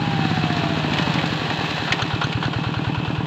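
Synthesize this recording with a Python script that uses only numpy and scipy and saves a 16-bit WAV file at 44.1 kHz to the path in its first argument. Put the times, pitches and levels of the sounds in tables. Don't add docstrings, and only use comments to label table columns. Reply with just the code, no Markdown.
import sys
import numpy as np
from scipy import signal
from scipy.fft import rfft, irfft
from scipy.io import wavfile
from scipy.ndimage import uniform_filter1d

SR = 44100
rng = np.random.default_rng(int(sys.argv[2]) if len(sys.argv) > 2 else 0)


def store_pcm(level_fs):
    pcm = np.round(np.clip(level_fs, -1, 1) * 32767).astype(np.int16)
    wavfile.write(sys.argv[1], SR, np.atleast_2d(pcm).T)


N = 143766
T = np.arange(N) / SR
AGE = T[:SR // 4]


def undb(db):
    return 10 ** (np.asarray(db) / 20)


def curve(rows, at=T):
    return np.interp(at, *np.array(rows).T)


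def unit(x):
    return x / np.sqrt(np.mean(x ** 2))


def decay(age, t60):
    return np.exp(-np.log(1000) * age / t60)


def colour(x, points):
    hz, db = np.array(points).T
    grid = np.linspace(1, SR / 2, 2049)
    cepstrum = irfft(np.log(undb(np.interp(np.log(grid), np.log(hz), db))))
    cepstrum[1:2048] *= 2
    cepstrum[2049:] = 0
    return signal.fftconvolve(x, irfft(np.exp(rfft(cepstrum))))[:len(x)]


def noise(points):
    return unit(colour(rng.standard_normal(N), points))


def resonate(x, modes):
    out = 0
    for hz, width, db in modes:
        out = out + undb(db) * signal.lfilter(*signal.iirpeak(hz, hz / width, SR), x)
    return out


def gas(modes, hiss_db):
    white = rng.standard_normal(N)
    rush = 0
    for hz, width, db in modes:
        once = resonate(white, [(hz, width, db)])
        rush = rush + resonate(once, [(hz, width, 0)])
    return unit(rush) + undb(hiss_db) * white


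def add(out, s, sound):
    i = int(round(s * SR))
    lo, hi = max(i, 0), min(i + len(sound), N)
    if hi > lo:
        out[lo:hi] += sound[lo - i:hi - i]


def bursts(times, db, decay_s, rise_s):
    out = np.zeros(N)
    shape = (1 - np.exp(-AGE / rise_s)) * np.exp(-AGE / decay_s)
    for s, gain in zip(times, undb(db)):
        add(out, s, gain * shape)
    return out


def patter(per_s, spread_db, wash, points):
    hits = rng.random(N) < per_s / SR
    signs = rng.choice([-1, 1], N)
    sizes = undb(abs(spread_db) * np.minimum(rng.exponential(size=N), 4))
    smear = rng.standard_normal(len(AGE)) * np.exp(-AGE / 0.002)
    smear = irfft(np.exp(1j * np.angle(rfft(smear[:1024]))))
    clicks = signal.fftconvolve(hits * signs * sizes, smear)[:N]
    return unit(unit(colour(clicks, points)) + wash * noise(points))


# (time [s], four-stroke cycles per second [Hz])
SPEED = [(0, 17.813), (.35, 16.08), (.8, 13.987), (1.3, 11.37), (1.7, 9.455), (1.9, 8.599), (2.1, 9.08),
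         (2.4, 9.468), (2.75, 9.709), (3.26, 9.675)]
IDLE_SPEED = SPEED[-1][1]


def moments(turns, share):
    marks = np.arange(-1, np.ceil(turns[-1])) + share
    known_turns = np.r_[turns[0] - 2, turns]
    known_times = np.r_[-2 / SPEED[0][1], T]
    return np.interp(marks[marks < turns[-1]], known_turns, known_times)


PUFF_SCATTER_DB = 0.65


def pipe(times, db, modes, length=1, pitch=1):
    out = np.zeros(N)
    scatter = rng.standard_normal((len(times), 2))
    puffs = np.broadcast_arrays(times, db, length, pitch)
    for s, level, stretch, scale, (size, detune) in zip(*puffs, scatter):
        ring = 0
        for hz, t60, rise, mode_db in modes:
            tone = np.sin(2 * np.pi * hz * scale * (1 + 0.003 * detune) * AGE)
            swell = (1 - np.exp(-AGE / rise)) ** 2
            ring = ring + undb(mode_db) * tone * swell * decay(AGE, t60 * stretch)
        add(out, s, undb(level + PUFF_SCATTER_DB * size) * ring)
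    return out


# (frequency [Hz], width [Hz], level [dB])
BLOCK = [(834, 21, -8), (969, 58, -10.5), (1143, 57, 5.5), (1403, 45, 6.5), (1465, 47, 2.5), (2594, 26, 8),
         (2700, 17, -13.5), (3245, 24, 2)]
BLOCK_RING_DB = -6


def block(x):
    return x + undb(BLOCK_RING_DB) * resonate(x, BLOCK)


# (time [s], level [dB])
CHURN = [(0, -31.5), (.3, -28.5), (.7, -30.5), (1, -28), (1.3, -27.5), (1.6, -27.5), (1.87, -27.5),
         (1.98, -31), (2.35, -36), (2.6, -37), (3.26, -45)]
# (frequency [Hz], level [dB])
MUD = [(200, -28.5), (600, -2.5), (1100, -5), (1800, 9.5), (2200, 1.5), (2800, -2.5), (3800, 4.5),
       (5000, -0.5), (8000, -3.5), (15000, -1.5)]
SPLASH_PER_S, SPLASH_SPREAD_DB, MUD_WASH = 1200, 3, 0.49


def mud():
    return undb(curve(CHURN)) * patter(SPLASH_PER_S, SPLASH_SPREAD_DB, MUD_WASH, MUD)


# (frequency [Hz], t60 [s], level [dB])
FRAME = [(730, 0.07, 4), (1070, 0.06, -4.5), (1850, 0.093, -3), (2330, 0.011, 7), (2277, 0.076, -5),
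         (2537, 0.062, -3.5), (2938, 0.054, -1), (3436, 0.035, 0.5), (4410, 0.05, -11.5),
         (5000, 0.085, -8.5), (6620, 0.0085, 10)]
CLANK_OCTAVES = 1.3
CRACK_DB, CRACK_DECAY_S, CRACK_WHITE_SHARE = -3.5, 0.0074, 0.22
SNAP_DB, SNAP_DECAY_S = -6, .003


def strike(hits, ring_db):
    out, age = np.zeros(N), AGE[:4096]
    grid = np.linspace(1, SR / 2, len(age) // 2 + 1)
    for s, db, bright_hz in hits:
        weight = lambda hz: 1 / (1 + (np.log2(hz / bright_hz) / CLANK_OCTAVES) ** 2)
        ring = 0
        for hz, t60, mode_db in FRAME:
            tone = np.sin(2 * np.pi * (hz * age + rng.random()))
            ring = ring + undb(mode_db) * weight(hz) * tone * decay(age, t60)
        spectrum = rfft(rng.standard_normal(len(age))) * (weight(grid) ** 2 + CRACK_WHITE_SHARE)
        crack = undb(CRACK_DB) * unit(irfft(spectrum)) * np.exp(-age / CRACK_DECAY_S)
        snap = rng.standard_normal(len(age)) * np.exp(-age / SNAP_DECAY_S)
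        snap = undb(SNAP_DB) * weight(6000) * snap
        add(out, s, undb(db) * (snap + undb(ring_db) * ring + crack))
    return out


LINKS_PER_S, LINKS_RING_DB = 28, -21.5
LINKS_DB, LINKS_SCATTER_DB = 3, 7.5
LINKS_HZ, LINKS_SPREAD_OCTAVES = 2280, 1.5


def links():
    chance = rng.random((400, 3))
    times = np.cumsum(-np.log(1 - chance[:, 0])) / LINKS_PER_S
    db = curve(CHURN, times) + LINKS_DB + LINKS_SCATTER_DB * (2 * chance[:, 1] - 1)
    bright_hz = LINKS_HZ * 2 ** (LINKS_SPREAD_OCTAVES * (2 * chance[:, 2] - 1))
    hits = np.column_stack([times, db, bright_hz])
    return strike(hits[times < T[-1]], LINKS_RING_DB)


# (time [s], level [dB], brightest frequency [Hz])
KNOCKS = [(.501, -23, 910), (.936, -17, 3300), (.971, -18, 900), (.986, -15.5, 3400), (1.187, -18, 1790),
          (1.502, -16.5, 1320), (1.78, -19.5, 794), (1.9216, -14, 4200), (1.9232, -7, 2350),
          (2.27, -26, 4770), (2.327, -18, 2900)]


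def single_knocks():
    return strike(KNOCKS, ring_db=-8)


# (frequency [Hz], level [dB])
GEARS = [(40, -38), (80, -14.5), (150, 5), (300, 0.5), (400, 1.5), (520, -4), (750, 2.5), (950, 1),
         (1200, -6), (1450, -7.5), (2050, -12.5), (2600, -2), (3200, -4.5), (4200, -14), (8000, -14.5),
         (15000, -14.5)]
# (time [s], level [dB])
GEAR_LEVEL = [(0, -29.5), (.6, -28), (1.1, -26), (1.7, -27.5), (2.1, -29.5), (2.6, -31.5), (3.26, -32)]
# (share of the cycle after the firing point [0-1], level before scatter [dB])
TAPS = [(0.059, -29), (0.499, -32), (.755, -32)]
# (time [s], level [dB])
WHINE = [(0, -30), (.5, -30), (1, -36.5), (1.4, -41.5), (1.8, -44.5), (3.26, -47)]
RATTLE_PER_S, RATTLE_SPREAD_DB, GEAR_WASH = 700, 3, 0.76
TAP_DECAY_S, TAP_RISE_S, TAP_SCATTER_DB = 0.0047, 0.0021, 2
MESH_PER_CYCLE = 46.6
WHINE_OCTAVE_DB, WHINE_WAVER, WAVER_S = -13, .3, .02


def gears(turns):
    rattle = undb(curve(GEAR_LEVEL)) * patter(RATTLE_PER_S, RATTLE_SPREAD_DB, GEAR_WASH, GEARS)
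    taps = np.zeros(N)
    for share, db in TAPS:
        times = moments(turns, share)
        levels = db + TAP_SCATTER_DB * rng.standard_normal(len(times))
        taps += noise(GEARS) * bursts(times, levels, TAP_DECAY_S, TAP_RISE_S)
    mesh = 2 * np.pi * MESH_PER_CYCLE * turns
    whine = np.sin(mesh) + undb(WHINE_OCTAVE_DB) * np.sin(2 * mesh)
    drift = unit(uniform_filter1d(rng.standard_normal(N), int(WAVER_S * SR)))
    waver = 1 + WHINE_WAVER * drift
    return block(rattle + taps) + waver * undb(curve(WHINE)) * whine


# (time [s], level [dB])
DRAW = [(0, -1.5), (.3, 1.5), (.8, -1.5), (1.1, 1.5), (1.45, -4), (1.9, -6.5), (2.35, -2.5), (3.26, -2)]
# (share of the cycle [0-1], level [dB], decay [s], rise [s], frequency [Hz], width [Hz])
RUSHES = [(0.417, -24, .013, .007, 1480, 1100), (.505, -17.5, 0.0037, 0.0023, 830, 370),
          (0.38, -28.5, 0.0071, 0.0045, 4200, 600)]
GAS_HISS_DB = -28.5


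def valves(turns):
    out = np.zeros(N)
    for share, db, decay_s, rise_s, hz, width in RUSHES:
        times = moments(turns, share)
        rush = gas([(hz, width, 0)], GAS_HISS_DB)
        out += rush * bursts(times, db + curve(DRAW, times), decay_s, rise_s)
    return out


# (frequency at idle [Hz], t60 [s], rise [s], level [dB])
INTAKE_GULP = [(263.4, 0.03, 0.00072, -9)]
# (frequency [Hz], t60 [s], rise [s], level [dB])
INTAKE_OPEN = [(178, 0.057, 0.001, -17.5), (299.3, .2, .004, -26), (382, 0.017, 0.00012, -21)]
# (frequency [Hz], t60 at idle [s], rise [s], level at idle [dB])
INTAKE_SHUT = [(154.7, 0.1, 0.0022, -12), (307.3, 0.28, 0.0012, -29)]
INTAKE_OPENS, INTAKE_SHUTS = .53, .752
GULP_DROP_POWER, SHUT_RING_POWER = 0.22, 0.46
SHUT_DROP_DB = 5.5
INTAKE_LOW_HZ = 82


def intake(turns):
    opens, shuts = moments(turns, INTAKE_OPENS), moments(turns, INTAKE_SHUTS)
    draw = curve(DRAW, opens)
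    pitch = (IDLE_SPEED / curve(SPEED, opens)) ** GULP_DROP_POWER
    gulp = pipe(opens, draw, INTAKE_GULP, pitch=pitch) + pipe(opens, draw, INTAKE_OPEN)
    length = (curve(SPEED, shuts) / IDLE_SPEED) ** SHUT_RING_POWER
    ring_db = curve(DRAW, shuts) - SHUT_DROP_DB * np.log2(length)
    ring = pipe(shuts, ring_db, INTAKE_SHUT, length)
    bass_cut = signal.butter(2, INTAKE_LOW_HZ, "high", fs=SR, output="sos")
    return signal.sosfilt(bass_cut, gulp - ring)


# (time [s], level [dB])
FUEL = [(1.7, -12), (1.88, -3.5), (1.99, -2.5), (2.1, -4.5), (2.21, -0.5), (2.32, -10), (2.43, -1.5),
        (2.54, -4), (3.26, -7)]
# (time [s], level [dB])
THUMP = [(1.7, -10.5), (1.9, -6), (2.03, -1), (2.4, -1.5), (3.26, -2.5)]
# (frequency up to idle force [Hz], t60 [s], rise [s], level [dB])
SILENCER = [(115.7, 0.045, 0.0081, 3.5)]
# (frequency [Hz], t60 [s], rise [s], level [dB])
SILENCER_SUCK = [(117.4, 0.051, 0.0032, -13)]
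# (time [s], level [dB], hiss relative to the bark [dB])
BARKS = [(2.019, -9, -0.5), (2.238, -13, 0), (2.45, -17.5, -22)]
# (frequency [Hz], width for each of two passes [Hz], level [dB])
BARK = [(1470, 700, 0), (3400, 1400, 1.5), (4080, 440, 0.5), (6200, 1000, 2.5)]
BARK_DECAY_S, BARK_RISE_S = 0.0053, 0.004
EXHAUST_OPENS = .255
THUMP_FROM_S = 1.65
IDLE_FUEL_DB, THUMP_RISE_OCTAVES_PER_DB = -5, 0.05


def silencer(turns):
    opens = moments(turns, EXHAUST_OPENS)
    sucking, thumping = opens[opens < THUMP_FROM_S], opens[opens >= THUMP_FROM_S]
    fuel = curve(FUEL, thumping - EXHAUST_OPENS / curve(SPEED, thumping))
    pitch = 2 ** (THUMP_RISE_OCTAVES_PER_DB * np.maximum(fuel - IDLE_FUEL_DB, 0))
    thump = pipe(thumping, curve(THUMP, thumping), SILENCER, pitch=pitch)
    suck = pipe(sucking, 0, SILENCER_SUCK)
    barks = np.zeros(N)
    for s, db, hiss_db in BARKS:
        barks += gas(BARK, hiss_db) * bursts([s], [db], BARK_DECAY_S, BARK_RISE_S)
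    return thump - suck + barks


# (frequency [Hz], level [dB])
KNOCK = [(200, -10.5), (500, -8), (750, 0), (1000, 3), (1200, -6), (1450, -1), (2050, -9), (2500, -6.5),
         (3100, -3.5), (4000, -9), (8000, -20), (15000, -19.5)]
# (frequency [Hz], width for each of two passes [Hz], level [dB])
BLAST = [(1440, 340, 9.5), (2730, 220, 4), (4240, 390, -1.5)]
KNOCK_DB, KNOCK_DECAY_S, KNOCK_RISE_S = -16, .016, .0005
BLAST_DB, BLAST_DECAY_S, BLAST_RISE_S = -14, 0.0066, 0.0053
KNOCK_FUEL_POWER, BLAST_FUEL_POWER = 1.76, 1
BLAST_TURN = 0.227


def combustion(turns):
    tops = moments(turns, 0)
    fuel, period = curve(FUEL, tops), 1 / curve(SPEED, tops)
    blows = bursts(tops, KNOCK_DB + KNOCK_FUEL_POWER * fuel, KNOCK_DECAY_S, KNOCK_RISE_S)
    knock = block(noise(KNOCK) * blows)
    blast_db = BLAST_DB + BLAST_FUEL_POWER * fuel
    puffs = bursts(tops + BLAST_TURN * period, blast_db, BLAST_DECAY_S, BLAST_RISE_S)
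    return knock + gas(BLAST, GAS_HISS_DB) * puffs


START_TURN = .194


def scene():
    turns = START_TURN + np.cumsum(curve(SPEED)) / SR
    background = mud() + links() + single_knocks()
    engine = gears(turns) + valves(turns) + intake(turns) + silencer(turns) + combustion(turns)
    return (background + engine)[None]


# (frequency [Hz], level [dB])
MIC = [(25, -16), (60, 2.5), (4100, -0.5), (5000, -8), (6000, -13), (7400, -14), (8500, -29.5),
       (10500, -43), (12000, -37), (13200, -29), (15400, -35)]
TOP_HZ = 15500


def record(dry):
    top_cut = signal.ellip(8, .2, 70, TOP_HZ, fs=SR, output="sos")
    return signal.sosfilt(top_cut, colour(dry[0], MIC))[None]


dry = scene()
out = record(dry)
store_pcm(out)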